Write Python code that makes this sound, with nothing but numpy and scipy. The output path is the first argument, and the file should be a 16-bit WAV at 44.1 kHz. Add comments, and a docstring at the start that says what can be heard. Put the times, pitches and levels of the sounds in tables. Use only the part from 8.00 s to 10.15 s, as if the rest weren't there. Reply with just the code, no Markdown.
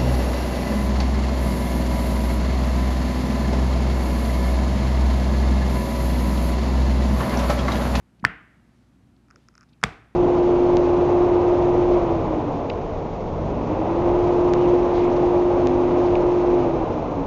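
"""A quiet room, one microphone close to a table: a fingertip pushes through two bubbles of a silicone toy.
Each dome buckles with a small knock, snaps over with a sharp pop and thumps the table;
the room rings briefly. Between the pops the finger sticks and slips on the second dome with faint ticks.
Behind it all lie a low rumble, hiss and a faint mains hum."""
import sys
import numpy as np
from scipy import signal
from scipy.fft import rfft, irfft
from scipy.io import wavfile

SR = 44100
rng = np.random.default_rng(int(sys.argv[2]) if len(sys.argv) > 2 else 0)


def transcribe(signal):
    """Save signal, clipped to [-1, 1], as a 16-bit WAV file at the path in sys.argv[1]."""
    frames = np.atleast_2d(signal).T
    limited = np.clip(frames, -1, 1)
    pcm = np.round(limited * 32767).astype(np.int16)
    wavfile.write(sys.argv[1], SR, pcm)


N = 94815
T = np.arange(N) / SR

# the two pops (time [s], close level [dB], room level [dB])
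POPS = [(.2500, -1.5, 13.5), (1.8380, -1, 8.5)]
# ring of each dome and its air pocket, heard close (frequency [Hz], relative level [dB], swell [ms])
FIRST_DOME_MODES = [(730, -28, 1.2), (1460, -21, 2.8), (1646, 4.5, .53), (1700, -15, 2.7),
                    (2706, -18.5, 1.1), (3690, -25, .8), (4590, -12, .43), (7600, -39, .5),
                    (9650, -33, .42), (14680, -38, .32)]
SECOND_DOME_MODES = [(985, -15.5, .94), (1456, 2.04, .47), (1662, -21.5, 2.6), (1904, -9.5, 1.0),
                     (2330, -19, 2.0), (3363, -15, 1.49), (4900, -11, 0.51), (6720, -10.5, 0.2),
                     (7130, -25.5, 0.73), (10960, -34, 1), (14200, -36.5, .55)]
# what each dome radiates into the room (frequency [Hz], relative level [dB])
FIRST_RADIATION = [(100, -7), (450, -15), (750, -10), (1150, -5.5), (1500, -.5), (1950, -1.5), (2500, -8.5),
                   (3300, -17), (4000, -29), (4700, -29), (6500, -42), (10000, -48), (15000, -62)]
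SECOND_RADIATION = [(100, 6), (450, -1.5), (750, 0.5), (1400, 0), (2000, -3.5), (2450, -3.5), (2900, -12),
                    (3500, -10.5), (4200, -17.5), (5500, -20.5), (8500, -30), (11000, -37), (15000, -47)]
# the tabletop under the toy (frequency [Hz], relative level [dB], T60 [s])
TABLETOP_MODES = [(196.5, -35, 0.23), (236, -45, 0.12), (305, -43, 0.46), (451.4, -44, 0.37),
                  (690, -44.5, 0.17)]
DOME_GLIDE = .05  # the ring starts sharp by this share and settles

def pops():
    """Each dome snaps through, ringing its air pocket, the table and the room."""
    out = np.zeros(N)
    bins_hz = np.fft.rfftfreq(N, 1 / SR)
    domes = [(FIRST_DOME_MODES, FIRST_RADIATION), (SECOND_DOME_MODES, SECOND_RADIATION)]
    for (s, db, room_db), (modes, radiation) in zip(POPS, domes):
        snap, tabletop = np.zeros(N), np.zeros(N)
        add(snap, s, -amp(db) * ring(modes, DOME_GLIDE))
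        for hz, mode_db, t60 in TABLETOP_MODES:
            add(tabletop, s, amp(db + mode_db) * decay(T, t60) * np.sin(2 * np.pi * hz * T))
        delay = np.exp(-2j * np.pi * bins_hz * s)
        radiated_pulse = irfft(amp(room_db + read(radiation, bins_hz)) * delay, N)
        out += table_scatter(snap) + tabletop + room(radiated_pulse)
    return out


# knocks at the dome (time [s], frequency [Hz], level [dB], swell [ms])
DOME_KNOCKS = [(.2266, 1850, -46.5, .6), (.2419, 1037, -13, 1.0), (.2450, 1062, -28.5, 1.2),
               (1.8303, 1286, -15, .6), (1.8445, 1200, -27, 2.2)]

def knocks():
    """The silicone knocks as a dome buckles and settles."""
    return blows(DOME_KNOCKS, room_db=-17)


# thumps at the tabletop (time [s], frequency [Hz], level [dB], swell [ms])
TABLE_THUMPS = [(.196, 180, -48.5, 8.1), (.2290, 192, -25.5, 4.1), (.2420, 122.5, -26, 11.1),
                (.2490, 275, -28, 4.5), (.262, 190, -32, 9.9), (.245, 58, -40.5, 24), (.325, 58, -49.5, 23),
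                (1.8285, 230, -32.5, 3), (1.8380, 190, -22.5, 5), (1.8330, 120.5, -26.5, 10.7),
                (1.838, 460, -27.5, 4.1), (1.834, 62, -31.5, 16), (2.2, 51, -49.5, 30)]

def thumps():
    """Toy and finger bump the table with low, dull blows."""
    return blows(TABLE_THUMPS, room_db=-10.5)


# stick-slip ticks at the fingertip (time [s], click level [dB], hollow level [dB])
SLIPS = [(1.2835, -61.5, -54), (1.3032, -52, -46), (1.3092, -45, -42), (1.3590, -42.5, -41.5),
         (1.4854, -41, -43), (1.54, -60, -55.5), (1.5527, -43, -45), (1.5786, -40.5, -42.5),
         (1.6092, -43, -46.5), (1.615, -66, -48.5), (1.6206, -62, -52.5), (1.6298, -50, -46),
         (1.635, -54, -52), (1.8144, -55, -50)]
# a slip's click and the dome's hollow beneath it (frequency [Hz], relative level [dB], swell [ms])
CLICK_MODES = [(5300, -3, .55), (6500, -8, .5), (10200, -21, .24)]
HOLLOW_MODES = [(1352, -2.5, 1.58), (1803, -8.5, 1.11), (2370, -11.5, 0.92)]
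# skin rubbing on silicone, and the toy on the table
# (peak time [s], half-length [s], level [dB], centre [Hz], half-width [octaves])
SOFT_RUBS = [(.199, 0.0044, -63.5, 3200, 0.63), (.2420, .0007, -46, 3300, 1.0),
             (0.2483, .002, -42, 1610, 1.17), (0.2644, .004, -56, 5000, 0.82), (0.8, 0.11, -80, 4000, .7),
             (.95, .2, -65, 105, .4), (1.15, .25, -63.5, 249.5, .25), (1.166, .003, -70, 3900, .45),
             (1.321, 0.026, -66, 1400, 0.34), (1.367, .03, -60, 280, 0.87), (1.42, 0.076, -74, 2400, 1.1),
             (1.61, 0.028, -65, 1400, .35), (1.693, .008, -71, 3820, 0.65), (1.733, .004, -63, 3700, .35),
             (1.735, .015, -71, 2505, .1), (1.834, 0.0041, -42, 1500, 1.4), (1.851, .002, -41.5, 2600, 1.1)]

def finger():
    """Each slip of skin clicks and rings the dome's hollow; soft rubs lie between."""
    out = np.zeros(N)
    for s, click_db, hollow_db in SLIPS:
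        add(out, s, amp(click_db) * ring(CLICK_MODES) + amp(hollow_db) * ring(HOLLOW_MODES))
    for s, half_length, db, centre_hz, octaves in SOFT_RUBS:
        friction = noise(lambda hz: -6 * (np.log2((hz + 1) / centre_hz) / octaves) ** 2)
        swell = np.exp(-((T - s) / half_length) ** 2)
        out += amp(db) * swell * friction
    return out + amp(-18.5) * room(out)


def table_scatter(x, scatter_db=-22, t60=.03):
    """The direct sound reaches the microphone first, then quick echoes off things on the table."""
    t = T[:SR // 10]
    taps = rng.standard_normal(len(t)) * decay(t, t60) * (t > .003)
    taps *= amp(scatter_db) / np.linalg.norm(taps)
    taps[0] = 1
    return signal.fftconvolve(x, taps)[:N]


# early decay of the room around the table (frequency [Hz], T60 [s])
ROOM_DECAY = [(60, 0.37), (200, 0.32), (700, 0.42), (1800, 0.51), (4000, 0.36), (8000, .33), (15000, 0.27)]
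# colour of its tail at the microphone (frequency [Hz], gain [dB])
ROOM_COLOUR = [(50, -1.5), (150, 3), (300, 1), (450, 0), (550, -5), (690, 2.5), (820, 1), (910, -8.5),
               (1080, 0), (1500, -0.5)]
ROOM_DELAY_S, ROOM_BUILD_S = .0034, .012
LATE_DB, LATE_STRETCH = -17.5, 2.25  # a weaker, slower decay lingers under the first

def room(x):
    """The room's diffuse tail: each band dies at its own speed, quickly at first and then slowly."""
    hz, t, bands = signal.stft(rng.standard_normal(SR), SR, nperseg=512)
    t60 = read(ROOM_DECAY, hz)[:, None]
    early = decay(t, t60)
    fade = np.hypot(early, amp(LATE_DB) * early ** (1 / LATE_STRETCH))
    equal_energy = np.sqrt(2 * np.log(1000) / t60 / SR)
    bands = bands * amp(read(ROOM_COLOUR, hz))[:, None] * fade * equal_energy
    build_up = np.clip((T[:SR] - ROOM_DELAY_S) / ROOM_BUILD_S, 0, 1)
    tail = signal.istft(bands, SR, nperseg=512)[1][:SR] * build_up
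    return signal.fftconvolve(x, tail)[:N]


# rumble and hiss all around the microphone (frequency [Hz], relative level [dB])
ROOM_TONE_SPECTRUM = [(15, -65.5), (25, -33.5), (35, -10.5), (48, -14.5), (123, -4.5), (200, -7),
                      (236, -5.5), (285, -9), (317, -13), (363, -12.5), (427, -23), (659, -22),
                      (2000, -30.5), (2610, -33.5), (5570, -40.5), (11300, -45), (16000, -56)]
# mains hum in the background (frequency [Hz], level [dB])
MAINS_HUM = [(60, -63), (119, -67.5), (238, -67)]
# slow drift of both (time [s], gain [dB])
ROOM_TONE_DRIFT = [(0, -0.5), (.55, 1), (.8, 0), (1.3, -.5), (1.75, -0.5), (2.15, -0.5)]

def room_tone(noise_db=-59.5):
    """Low rumble and hiss with a faint mains hum, drifting slightly in level."""
    hum = sum(amp(db) * np.sin(2 * np.pi * (hz * T + rng.random())) for hz, db in MAINS_HUM)
    air = amp(noise_db) * noise(lambda hz: read(ROOM_TONE_SPECTRUM, hz))
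    drift = amp(np.interp(T, *np.transpose(ROOM_TONE_DRIFT)))
    return (air + hum) * drift


def blows(rows, room_db):
    """Short damped blows of soft rubber, with their room sound."""
    out = np.zeros(N)
    for s, hz, db, swell_ms in rows:
        add(out, s, ping(hz, db, swell_ms))
    return out + amp(room_db) * room(out)


def ping(hz, db, swell_ms, glide=0, softness=2.15):
    """A heavily damped vibration that peaks after swell_ms and dies quickly."""
    age = T[:SR // 3] * 1000 / swell_ms  # 1 at the peak
    turns = np.cumsum(hz * (1 + glide * np.exp(-age / 2))) / SR
    envelope = (age * np.exp(1 - age)) ** softness
    return amp(db) * envelope * np.sin(2 * np.pi * turns)


def ring(modes, glide=0):
    """Damped modes struck together."""
    return sum(ping(*mode, glide=glide) for mode in modes)


def noise(shape_db):
    """Noise of rms 1 with a spectrum given as a function of frequency."""
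    gain = amp(shape_db(np.fft.rfftfreq(N, 1 / SR)))
    shaped = irfft(rfft(rng.standard_normal(N)) * gain, N)
    return shaped / np.sqrt(np.mean(shaped ** 2) + 1e-20)


def decay(t, t60):
    """Falls by 60 dB every t60 seconds."""
    return np.exp(-np.log(1000) * t / t60)


def amp(db):
    """Decibels to gain."""
    return 10 ** (np.asarray(db) / 20)


def read(points, hz):
    """Reads a table on a log-frequency axis."""
    points_hz, values = np.transpose(points)
    return np.interp(np.log(hz + 1), np.log(points_hz + 1), values)


def add(mix, s, sound):
    """Mixes a sound in at time s."""
    part = mix[round(s * SR):][:len(sound)]
    part += sound[:len(part)]


def cut(x, hz, kind, order=2):
    """A low-pass or high-pass filter."""
    return signal.sosfilt(signal.butter(order, hz, kind, fs=SR, output="sos"), x)


def scene():
    """Pops, knocks, thumps and finger up close with the room behind, in mono."""
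    return (pops() + knocks() + thumps() + finger() + room_tone())[None]


MIC_LOW_HZ, MIC_HIGH_HZ, BAND_LIMIT_HZ = 36.8, 13500, 16400

def record(dry):
    """The microphone loses the extreme bass and treble, the loudest peaks round off; then a band limit."""
    heard = cut(dry, MIC_LOW_HZ, "high", order=4)
    rounded = heard / (1 + heard ** 6) ** (1 / 6)
    soft = cut(rounded, MIC_HIGH_HZ, "low")
    band_limit = signal.firwin(511, BAND_LIMIT_HZ, window=("kaiser", 9), fs=SR)
    return signal.oaconvolve(soft, band_limit[None], "same")


dry = scene()
out = record(dry)
transcribe(out)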